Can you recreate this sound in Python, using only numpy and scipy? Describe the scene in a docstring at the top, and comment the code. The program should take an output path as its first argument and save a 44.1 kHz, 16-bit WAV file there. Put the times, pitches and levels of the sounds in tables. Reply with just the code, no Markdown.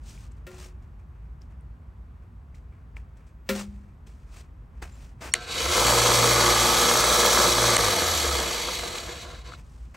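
"""Low room rumble comes first, with cloth rubbing close by, then small ticks and knocks on a hollow body.
A small belt sander stands on a padded bench in a quiet workshop, heard close up through two microphone ports.
Its rocker switch snaps, the motor runs up, hums and roars through its housing, is switched off and coasts to rest.
Cloth and room are coloured noise and blows are decaying modes; bearing roar, hiss and shake follow the shaft."""
import sys
import numpy as np
from scipy import signal
from scipy.fft import rfft, irfft
from scipy.io import wavfile
from scipy.ndimage import uniform_filter1d, minimum_filter1d

SR = 44100
rng = np.random.default_rng(int(sys.argv[2]) if len(sys.argv) > 2 else 0)


def materialize(psi):
    """Save the field psi as 16-bit PCM at rate SR to the path in sys.argv[1].

    A 1-D psi becomes a single channel; in a 2-D psi each row is a channel.
    """
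    bounded = np.clip(np.atleast_2d(psi).T, -1, 1)
    quanta = np.round(bounded * 32767).astype(np.int16)
    wavfile.write(sys.argv[1], SR, quanta)


def field_ratio(decibels):
    """Amplitude ratio for a level in dB (20 dB per decade); scalars and array-likes work."""
    return 10 ** (np.asarray(decibels, dtype=float) / 20)


N = 439236
TIME = np.arange(N) / SR

# colour of the quiet room: f/Hz, density level/dB per Hz (relative)
ROOM_COLOUR = [(15, -49), (25, -28), (54, 2.5), (107, -12.5), (147, -14.5), (208, -23.5), (235, -22),
               (266, -28), (530, -37), (645, -38), (1080, -37), (9000, -74.5), (11700, -102), (19800, -120)]
ROOM_DB = -43.5
# stereo width of the room: f/Hz, side against mid level/dB
ROOM_SIDE = [(40, -30), (130, -16.5), (600, -5.5), (1500, 0.5), (4000, -11.5), (15000, -12.5)]
# stereo width of the motor and the cloth: f/Hz, side against mid level/dB
NEAR_SIDE = [(60, -28), (110, -6), (300, -14), (1300, -14), (3000, -8.5), (6000, -17), (15000, -50)]

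# quick flicks of cloth: peak at t/s, dull level/dB, bright level/dB
FLICKS = [(.316, -69, -69), (.37, -74, -74), (.826, -72, -75), (.994, -66, -78), (1.416, -67, -67),
          (1.508, -61, -76), (1.606, -75, -86), (2.226, -68, -84), (2.55, -66, -62.5), (2.724, -62, -86),
          (2.968, -53, -61), (3.172, -69, -71), (3.27, -80, -69), (3.47, -61, -71), (3.888, -70, -90),
          (4.07, -61.5, -61), (4.826, -38.5, -46.5), (5.213, -43, -50), (9.946, -47.5, -58)]
FLICK_RISE_S, FLICK_FADE_DB = 0.01, 422   # fade in dB per s
# longer rubs of cloth and fingers: loudest at t/s, swell t/s, fade t/s, dull level/dB, bright level/dB
RUBS = [(.1, 0.086, .12, -61.5, -54), (.24, .12, 0.067, -63.5, -61), (.52, .05, .08, -57.5, -62),
        (.63, .12, 0.087, -56, -53.5), (3.58, 0.079, 0.085, -41, -41), (3.7, .05, 0.27, -74, -74),
        (4.12, .05, 0.3, -82, -73.5), (4.38, 0.094, 0.075, -59, -57), (5.03, .25, 0.13, -61.5, -62.5),
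        (5.254, 0.048, 0.077, -40.5, -46.5), (9.58, 0.032, .07, -60.5, -66), (9.78, 0.43, 0.36, -80, -69)]
RUB_END_DB = -23   # one swell time before the peak or one fade time after it
STIR_DB = (-76, -94.5)   # faint stirring between them: dull, bright

# small ticks: t/s, base level/dB, base f/Hz, left over right level/dB; ticks() sets each ring from these bases
TICKS = [(0.177, -46, 2310, 0), (.3197, -44, 7500, 1.5), (1.419, -43, 5130, 2), (1.61, -51, 8800, 1.5),
         (2.5451, -52, 2040, .4), (2.968, -33, 2220, 4), (3.1737, -54, 7500, 1.5), (3.27, -56, 7500, 1.5),
         (4.0716, -48, 8000, 1.5), (4.3867, -43, 8160, .4), (8.687, -27, 1260, 6), (9.5213, -34.5, 1280, 5),
         (9.537, -34, 1360, 8), (9.9448, -45, 2053, 5)]
# knocks on a hollow body: t/s, level/dB, spot (0 rim, 1 middle)
KNOCKS = [(.4672, -39, 0), (3.4905, -17, 1)]
# modes of the hollow body, against the knock: f/Hz, rim level/dB, middle level/dB, t60/s
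HOLLOW_MODES = [(203, -16, -8, .8), (236, -20, -10, .2), (366, -5, -32, .9), (392, -20, -8, .24),
                (535, -6, -6, .24), (600, -8, -16, .1), (972, -20, -21, .16), (1060, -22, -25, .2),
                (1305, -20, -20, .18), (1395, -9, -16, .22), (1643, -20, -21, .15), (1850, -8, -15, .12),
                (2035, -12, -17, .1), (2287, -18, -15, .15), (2670, -9, -22, .08)]
CRACK_DB, CRACK_T60_S = -9, 0.16   # noise burst of a knock, against its level

# faint thin squeaks: t/s, f/Hz, level/dB
SQUEAKS = [(4.92, 7260, -45), (4.94, 7350, -47), (5.318, 5600, -28), (5.321, 4400, -34)]
SQUEAK_T60_S, SQUEAK_RISE_S = .05, .008
# switch snaps: t/s, spring level/dB, landing level/dB
SNAPS = [(5.3378, 1.2, -1.5), (7.7664, -2, -5)]
# switch modes, spring above 5 kHz and landing rocker below: f/Hz, level/dB against the snap, t60/s, delay t/s
ROCKER_MODES = [(8800, 0, .0045, .0003), (7400, -3, .0045, .0004), (3000, -11, .012, 0),
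                (4200, -14, .01, .0008), (12500, -20, .004, 0), (6300, -16, .008, .002),
                (2050, -5, .013, .0026), (1100, -19, .02, .001)]

ON_S, OFF_S, HALT_S = 5.34, 7.77, 9.548
FULL_SPEED = 58.75   # shaft turns per s
CAGE_RATIO = 23.88 / 58.75   # cage turns per shaft turn
# run-up: length, power of time by which it gains pace, rounding near full speed
RUN_UP_S, RUN_UP_POWER, SETTLE_S = .475, 1.55, .07
# coasting: the dying field takes FIELD_BRAKE turns per s in all, friction is in turns per s per s
FIELD_BRAKE, FIELD_S, FRICTION = 12.2, .2, 22.75

# levels below come in pairs: bearing roar, fan and belt hiss
FULL_DB = (-23.5, -22)   # at full speed, before slow wander and flutter
LOSS_DB, LOSS_SQUARED_DB = (6.5, 7), (0.42, 1)   # coasting: per halving of speed, per halving squared
PULL_LOSS_DB, PULL_SQUARED_DB = (4.5, 3.5), (-0.06, 0.42)   # the same while power is on
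JOLT_DB, JOLT_T60_S = (-30.5, -27), (0.13, 0.098)   # the jolt as current arrives
STALL_S, STALL_DB, STALL_OVER_S = 9.443, (-5.5, -8), 0.089   # the last roll dies away
# the belt scrapes to a halt: level, start before the halt, decay after it
SCRAPE_DB, SCRAPE_S, HALT_T60_S = (-48, -50), .11, 0.094
FLUTTER_DB = 0.89   # slow running is uneven: dB per halving
# slow wander of the running level, end values held before and after: t/s, level/dB
WANDER = [(5.6, -2), (5.8, 1), (5.95, 0.5), (6.15, 1), (6.3, 0.1), (6.55, -0.4), (6.8, -0.1), (7.05, 0.06),
          (7.38, 0.7), (7.75, -1.3), (8.0, -0.5)]

# housing resonances that the bearing excites: f/Hz, width f/Hz, level/dB, loss level/dB as speed halves
CASING = [(164.6, 70, -13.5, -1.5), (359.6, 36, -5.5, -0.5), (399.5, 21, -7, 1.5), (467.6, 36.5, -1, 0),
          (516, 26, 0, 1), (595, 88, -4.5, 2), (704, 94, -5, 0), (909, 128, -4.5, 2.5),
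          (1040, 145, -4, 0.5), (1174, 162, -3, 2), (1311, 62, -2.5, 2), (1450.8, 140, -11.5, 0.5),
          (1566, 48, -7.5, 0.5), (1683, 106, -10.5, -0.5)]
# guard and frame resonances that colour the hiss: f/Hz, width f/Hz, level/dB, loss level/dB as speed halves
GUARD = [(2058, 180, -1.5, -1), (2490, 317, -5, -2), (2978, 100, -2.5, -2), (3320, 156, 0.5, 0),
         (3895, 256, 0, -1), (4492, 220, 1, -0.5), (5090, 470, -5, 1), (5636, 136, 0, 1.5),
         (5957, 107, 1, 1.5), (6450, 340, -1.5, 1.5), (7200, 630, -2, 1), (8220, 1320, -5, 1.5),
         (9530, 1300, -6, 2.5), (11090, 1070, -5.5, 3), (13800, 2600, -10, 4), (14700, 3000, -11, 3.5)]
# steady tones at full speed: multiple of the shaft turn, peak level/dB against the roar's rms
SHAFT_ORDERS = [(3, -30.5), (4, -23), (6, -13)]
# steady tones of the bearing cage: multiple of the cage turn, peak level/dB against the roar's rms
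CAGE_ORDERS = [(7, -27.5), (19, -17), (24, -17.5), (28, -19.5), (32, -20), (36, -15), (37, -23), (42, -28),
               (44, -16), (50, -17), (51, -19.5), (53, -14.5), (61, -17)]
ONCE_DB, ONCE_LOSS_DB = -37.5, 88   # unbalance once a turn: rms level, loss per halving squared
# twice-a-turn shake as the bench passes it on: f/Hz, level/dB
BENCH = [(40, -68.5), (54, -50), (65, -36), (72, -30), (78, -42), (84, -32), (93, -56), (100, -38.5),
         (115, -37)]
BEAT_S, BEAT_TOP_S, BEAT_DEPTH = 1.96, 6.23, 0.68   # slow beat of that shake: period, loudest at, depth 0-1

MAINS_HZ = 60
# winding buzz under the starting current: multiple of twice the mains rate, starting rms level/dB
BUZZ = [(6, -55), (11, -50), (12, -53.5), (13, -49), (14, -58)]
BUZZ_FADE_DB = 13   # dB per s

# treble reaches the two microphone ports by unequal paths: f/Hz, phase between them/turns
PORT_LAG = [(5000, 0), (7000, -.06), (8500, 0), (10200, .5), (12100, 1), (13900, 1.5), (15700, 2)]
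SELF_NOISE_DB, TOP_HZ = -80, 15780   # microphone noise before its colouring, highest frequency kept
DUCK_ABOVE, DUCK_DB, DUCK_AFTER_S, DUCK_HOLD_S = .3, -11, .004, .007


def rms_one(x):
    """Scale to unit rms."""
    return x / np.sqrt(np.mean(x ** 2) + 1e-20)


def in_time(rows):
    """One (t/s, value) curve at every sample."""
    return np.interp(TIME, *np.transpose(rows))


def shaped(x, points):
    """Colour a signal by (f/Hz, level/dB) points."""
    hz, db = np.transpose(points)
    bins = np.maximum(np.fft.rfftfreq(N, 1 / SR), 1)
    return irfft(rfft(x) * field_ratio(np.interp(np.log(bins), np.log(hz), db)), N)


def drift(rate):
    """Smooth random wander of spread near 1, drawn afresh rate times a second."""
    draws = rng.standard_normal(int(10 * rate) + 3)
    steps = uniform_filter1d(np.repeat(draws, 8), size=8)
    return 1.2 * np.interp(TIME * rate * 8, np.arange(len(steps)), steps)


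def spread(mid, side, points):
    """Left and right from a middle and an unrelated side of like colour."""
    side = shaped(side, points)
    return np.array([mid + side, mid - side])


def resonate(x, peaks, halvings, waver_db):
    """Parallel resonances of alternating sign; each wavers, and fades in its own way as the speed drops."""
    out = 0
    for k, (hz, width, db, lost_db) in enumerate(peaks):
        r = np.exp(-np.pi * width / SR)
        poles = [1, -2 * r * np.cos(2 * np.pi * hz / SR), r * r]
        zeros = [(1 - r * r) / 2, 0, (r * r - 1) / 2]
        gain = (-1) ** k * field_ratio(db - lost_db * halvings + waver_db * drift(5))
        out = out + gain * signal.lfilter(zeros, poles, x)
    return out / np.std(out[..., halvings < .01])   # unit level at full speed


def add(out, s, hz, db, t60, rise_s=0.00025):
    """Strike one mode at s: a sine that rises fast and dies away exponentially."""
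    at = int(s * SR)
    t = np.arange(min(int(t60 * SR), N - at)) / SR
    ring = np.sin(2 * np.pi * hz * t) * field_ratio(-60 * t / t60) * (1 - np.exp(-t / rise_s))
    out[..., at:at + len(t)] += np.multiply.outer(field_ratio(db), ring)


def room():
    """Lumpy low rumble fading into faint hiss: coloured noise at a gently wandering level."""
    noise = rms_one(shaped(rng.standard_normal((2, N)), ROOM_COLOUR))
    mid, side = noise * field_ratio(ROOM_DB + 0.69 * drift(3.174))
    return spread(mid, side, ROOM_SIDE)


def rustle():
    """Fibres slipping: noise with small grains, in a dull and a bright part."""
    gains = np.outer(field_ratio(STIR_DB), field_ratio(3.6 * drift(9.1)))
    for s, *db in FLICKS:
        near = slice(int((s - .05) * SR), int((s + .3) * SR))
        t = TIME[near] - s
        rise = np.clip(1 + t / FLICK_RISE_S, 0, 1) ** 2
        fade = field_ratio(-FLICK_FADE_DB * np.maximum(t, 0))
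        gains[:, near] += np.outer(field_ratio(db), rise * fade)
    for s, swell_s, fade_s, *db in RUBS:
        near = slice(max(int((s - 2 * swell_s) * SR), 0), int((s + 2 * fade_s) * SR))
        t = TIME[near] - s
        from_peak = np.where(t < 0, -t / swell_s, t / fade_s)
        gains[:, near] += np.outer(field_ratio(db), field_ratio(RUB_END_DB * from_peak ** 1.76))
    grains = rng.standard_normal((2, N)) * field_ratio(1.74 * drift(200))
    dull = rms_one(shaped(grains, [(150, -2), (400, 5), (1200, 1.5), (2500, -1.0), (4000, -31.0)]))
    bright = rms_one(shaped(grains, [(1500, -40.5), (2600, -1.0), (6000, 2.5), (9000, -0.5),
                                     (12000, -10.0), (16000, -13.5)]))
    mid, side = gains[0] * dull + gains[1] * bright
    return spread(mid, side, NEAR_SIDE) * field_ratio([[.7], [-.7]])   # a little to the left


def ticks():
    """Small hard contacts: a main ring and two weaker modes, shorter the higher the pitch."""
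    out = np.zeros((2, N))
    for s, base_db, base_hz, pan_db in TICKS:
        sides_db = base_db + np.array([pan_db, -pan_db]) / 2
        for ratio, db in ((1.02, 4.0), (0.5, -21.0), (1.1, -18.0)):
            add(out, s, min(base_hz * ratio, 15000), sides_db + db, 22 / base_hz)
    return out


def knocks():
    """A hollow body rings in modes weighted by the spot struck, under a short crack of noise."""
    out = np.zeros((2, N))
    crack_colour = [(500, -18), (1000, -5), (2200, 0.0), (6000, -8.0), (16000, -11)]
    crack = rms_one(shaped(rng.standard_normal(N), crack_colour))
    for s, knock_db, spot in KNOCKS:
        sides_db = knock_db + np.array([1.2, -1.2])
        for hz, *db, t60 in HOLLOW_MODES:
            add(out, s, hz, sides_db + db[spot], t60, rise_s=1.5 / hz)   # low modes build up later
        after = np.clip(TIME - s, 0, 1)
        burst = crack * (after > 0) * field_ratio(-60 * after / CRACK_T60_S) * (after < 1)
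        out += np.outer(field_ratio(sides_db + CRACK_DB), burst)
    return out


def rocker_switch():
    """Faint squeaks come first, then the switch's spring and landing ring in short modes."""
    out = np.zeros((2, N))
    for s, hz, db in SQUEAKS:
        add(out, s, hz, np.full(2, db), SQUEAK_T60_S, rise_s=SQUEAK_RISE_S)
    for s, spring_db, landing_db in SNAPS:
        for hz, db, t60, delay in ROCKER_MODES:
            part_db = spring_db if hz > 5000 else landing_db
            add(out, s + delay, hz, np.full(2, db + part_db), t60)
    return out


def shaft_speed():
    """Turns per s: pulled up to full speed, then braked by the dying field and by friction."""
    pulled = FULL_SPEED * np.clip((TIME - ON_S) / RUN_UP_S, 0, 1) ** RUN_UP_POWER
    coast = np.maximum(TIME - OFF_S, 0)
    braked = FIELD_BRAKE * (1 - np.exp(-coast / FIELD_S)) + FRICTION * coast
    settled = uniform_filter1d(pulled, size=int(SETTLE_S * SR))
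    return np.maximum(settled - braked, 0) * (TIME < HALT_S)


def running_gain(layer, halvings):
    """Level follows speed, with a slow wander; a jolt starts it, a stall and a scrape end it."""
    coasting = LOSS_DB[layer] * halvings + LOSS_SQUARED_DB[layer] * halvings ** 2
    pulling = PULL_LOSS_DB[layer] * halvings + PULL_SQUARED_DB[layer] * halvings ** 2
    loss = np.where(TIME < OFF_S, pulling, coasting)
    flutter = FLUTTER_DB * np.minimum(halvings, 2) * drift(25)
    stall = STALL_DB[layer] * np.exp(np.minimum(TIME - STALL_S, .1) / STALL_OVER_S)
    db = FULL_DB[layer] - loss + stall + flutter + in_time(WANDER)
    jolt = field_ratio(JOLT_DB[layer] - 60 * np.abs(TIME - ON_S - .003) / JOLT_T60_S[layer])
    scrape = field_ratio(SCRAPE_DB[layer]) * np.clip((TIME - HALT_S + SCRAPE_S) / .03, 0, 1)
    halted = field_ratio(-60 * np.maximum(TIME - HALT_S, 0) / HALT_T60_S)
    return (field_ratio(db) + jolt + scrape) * halted * (TIME > ON_S)


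def bearing(cage, contacts_db, count=14):
    """Flaws meet the balls at the same cage angles on every turn, over a random rolling noise."""
    out = rng.standard_normal(N)
    for angle, size in rng.random((count, 2)):
        passing = np.diff(np.floor(cage + angle), prepend=np.floor(angle))
        out += passing * field_ratio(contacts_db + 4.0 * drift(30)) * (2 * size - 1)
    return out


def bearing_roar(angle, cage, halvings):
    """Rolling contacts throb with the cage and ring the housing; steady shaft and cage tones join in."""
    throb = 1 + 0.14 * np.cos(4 * np.pi * cage) + 0.12 * np.cos(6 * np.pi * cage + 0.77)
    roar = resonate(throb * bearing(cage, contacts_db=22), CASING, halvings, waver_db=1.0)
    tones = sum(field_ratio(db + 5.4 * drift(5)) * np.sin(k * angle + k * k) for k, db in SHAFT_ORDERS)
    tones += sum(field_ratio(db + drift(4)) * np.sin(k * 2 * np.pi * cage + k * k) for k, db in CAGE_ORDERS)
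    return roar + tones * field_ratio(-30 * halvings)   # tones sink into the noise off full speed


def fan_hiss(angle, halvings):
    """Fan and belt noise swells with each turn and is coloured by guard and frame."""
    beat = 1 + 0.06 * np.cos(angle) + 0.11 * np.cos(2 * angle + 0.43)
    noise = beat * field_ratio(0.93 * drift(150)) * rng.standard_normal((2, N))
    return resonate(noise, GUARD, halvings, waver_db=0.77)


def bench_shake(angle, halvings):
    """Unbalance shakes the bench once a turn, and twice a turn with a slow beat under power."""
    once = field_ratio(ONCE_DB - ONCE_LOSS_DB * halvings ** 2 + 1.5 * drift(3)) * np.sin(angle)
    swell = 1 + BEAT_DEPTH * np.cos(2 * np.pi * (TIME - BEAT_TOP_S) / BEAT_S) * (TIME < OFF_S)
    twice = field_ratio(2.0 * drift(12)) * shaped(swell * (halvings < 2) * np.sin(2 * angle), BENCH)
    return np.sqrt(2) * (once + twice) * field_ratio([[.4], [-.4]])


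def motor():
    """Roar, hiss and low shaking, all tied to the shaft angle."""
    speed = shaft_speed()
    all_halvings = np.clip(np.log2(FULL_SPEED / (speed + 1e-3)), 0, 6)
    halvings = np.minimum(all_halvings, 3)
    turns = np.cumsum(speed) / SR
    angle, cage = 2 * np.pi * turns, CAGE_RATIO * turns   # radians, turns
    roar = bearing_roar(angle, cage, halvings)
    hiss = fan_hiss(angle, halvings)
    roar_gain = running_gain(0, all_halvings) * field_ratio(0.78 * drift(14))
    hiss_gain = running_gain(1, all_halvings) * field_ratio(.5 * drift(14))
    side_roar = resonate(rng.standard_normal(N), CASING, halvings, waver_db=3.0)
    mid = roar_gain * roar + hiss_gain * hiss[0]
    side = roar_gain * side_roar + hiss_gain * hiss[1]
    return spread(mid, side, NEAR_SIDE) + bench_shake(angle, halvings)


def buzz():
    """Magnetic tones of the windings at fixed pitch, fading as the starting current falls."""
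    t = np.maximum(TIME - ON_S, 0)
    tones = sum(field_ratio(db + 3.0 * drift(30)) * np.sin(4 * np.pi * MAINS_HZ * k * t) for k, db in BUZZ)
    return np.sqrt(2) * tones * (t < RUN_UP_S) * field_ratio(-BUZZ_FADE_DB * t)


def scene():
    """Everything at the bench."""
    return room() + rustle() + ticks() + knocks() + rocker_switch() + motor() + buzz()


def top_cut(x):
    """Nothing passes above the cut-off."""
    return signal.sosfilt(signal.butter(12, 16940, fs=SR, output="sos"), x)


def record(dry):
    """Self-noise, two ports with a treble phase lag, a cut top; a sharp treble peak ducks the gain for a moment."""
    bins = np.fft.rfftfreq(N, 1 / SR)
    self_noise = field_ratio(SELF_NOISE_DB) * shaped(rng.standard_normal(N), [(12500, 0.5), (15000, -5.5)])
    hz, turns = np.transpose(PORT_LAG)
    # each port takes half of the phase, in opposite senses
    lag = np.exp(1j * np.pi * np.interp(bins, hz, turns) * np.array([[1], [-1]]))
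    heard = irfft(rfft(dry + self_noise) * (bins < TOP_HZ) * lag, N)
    treble_band = signal.butter(4, [6500, 9500], "band", fs=SR, output="sos")
    treble = signal.sosfilt(treble_band, heard.mean(axis=0))
    # the dip begins DUCK_AFTER_S after the peak and lasts DUCK_HOLD_S
    over = np.roll(np.abs(treble) > DUCK_ABOVE, int((DUCK_AFTER_S + DUCK_HOLD_S / 2) * SR))
    held = -minimum_filter1d(-1. * over, size=int(DUCK_HOLD_S * SR))   # running maximum
    mix = heard * field_ratio(DUCK_DB * uniform_filter1d(held, size=40))
    return top_cut(mix)


dry = scene()
out = record(dry)
materialize(out)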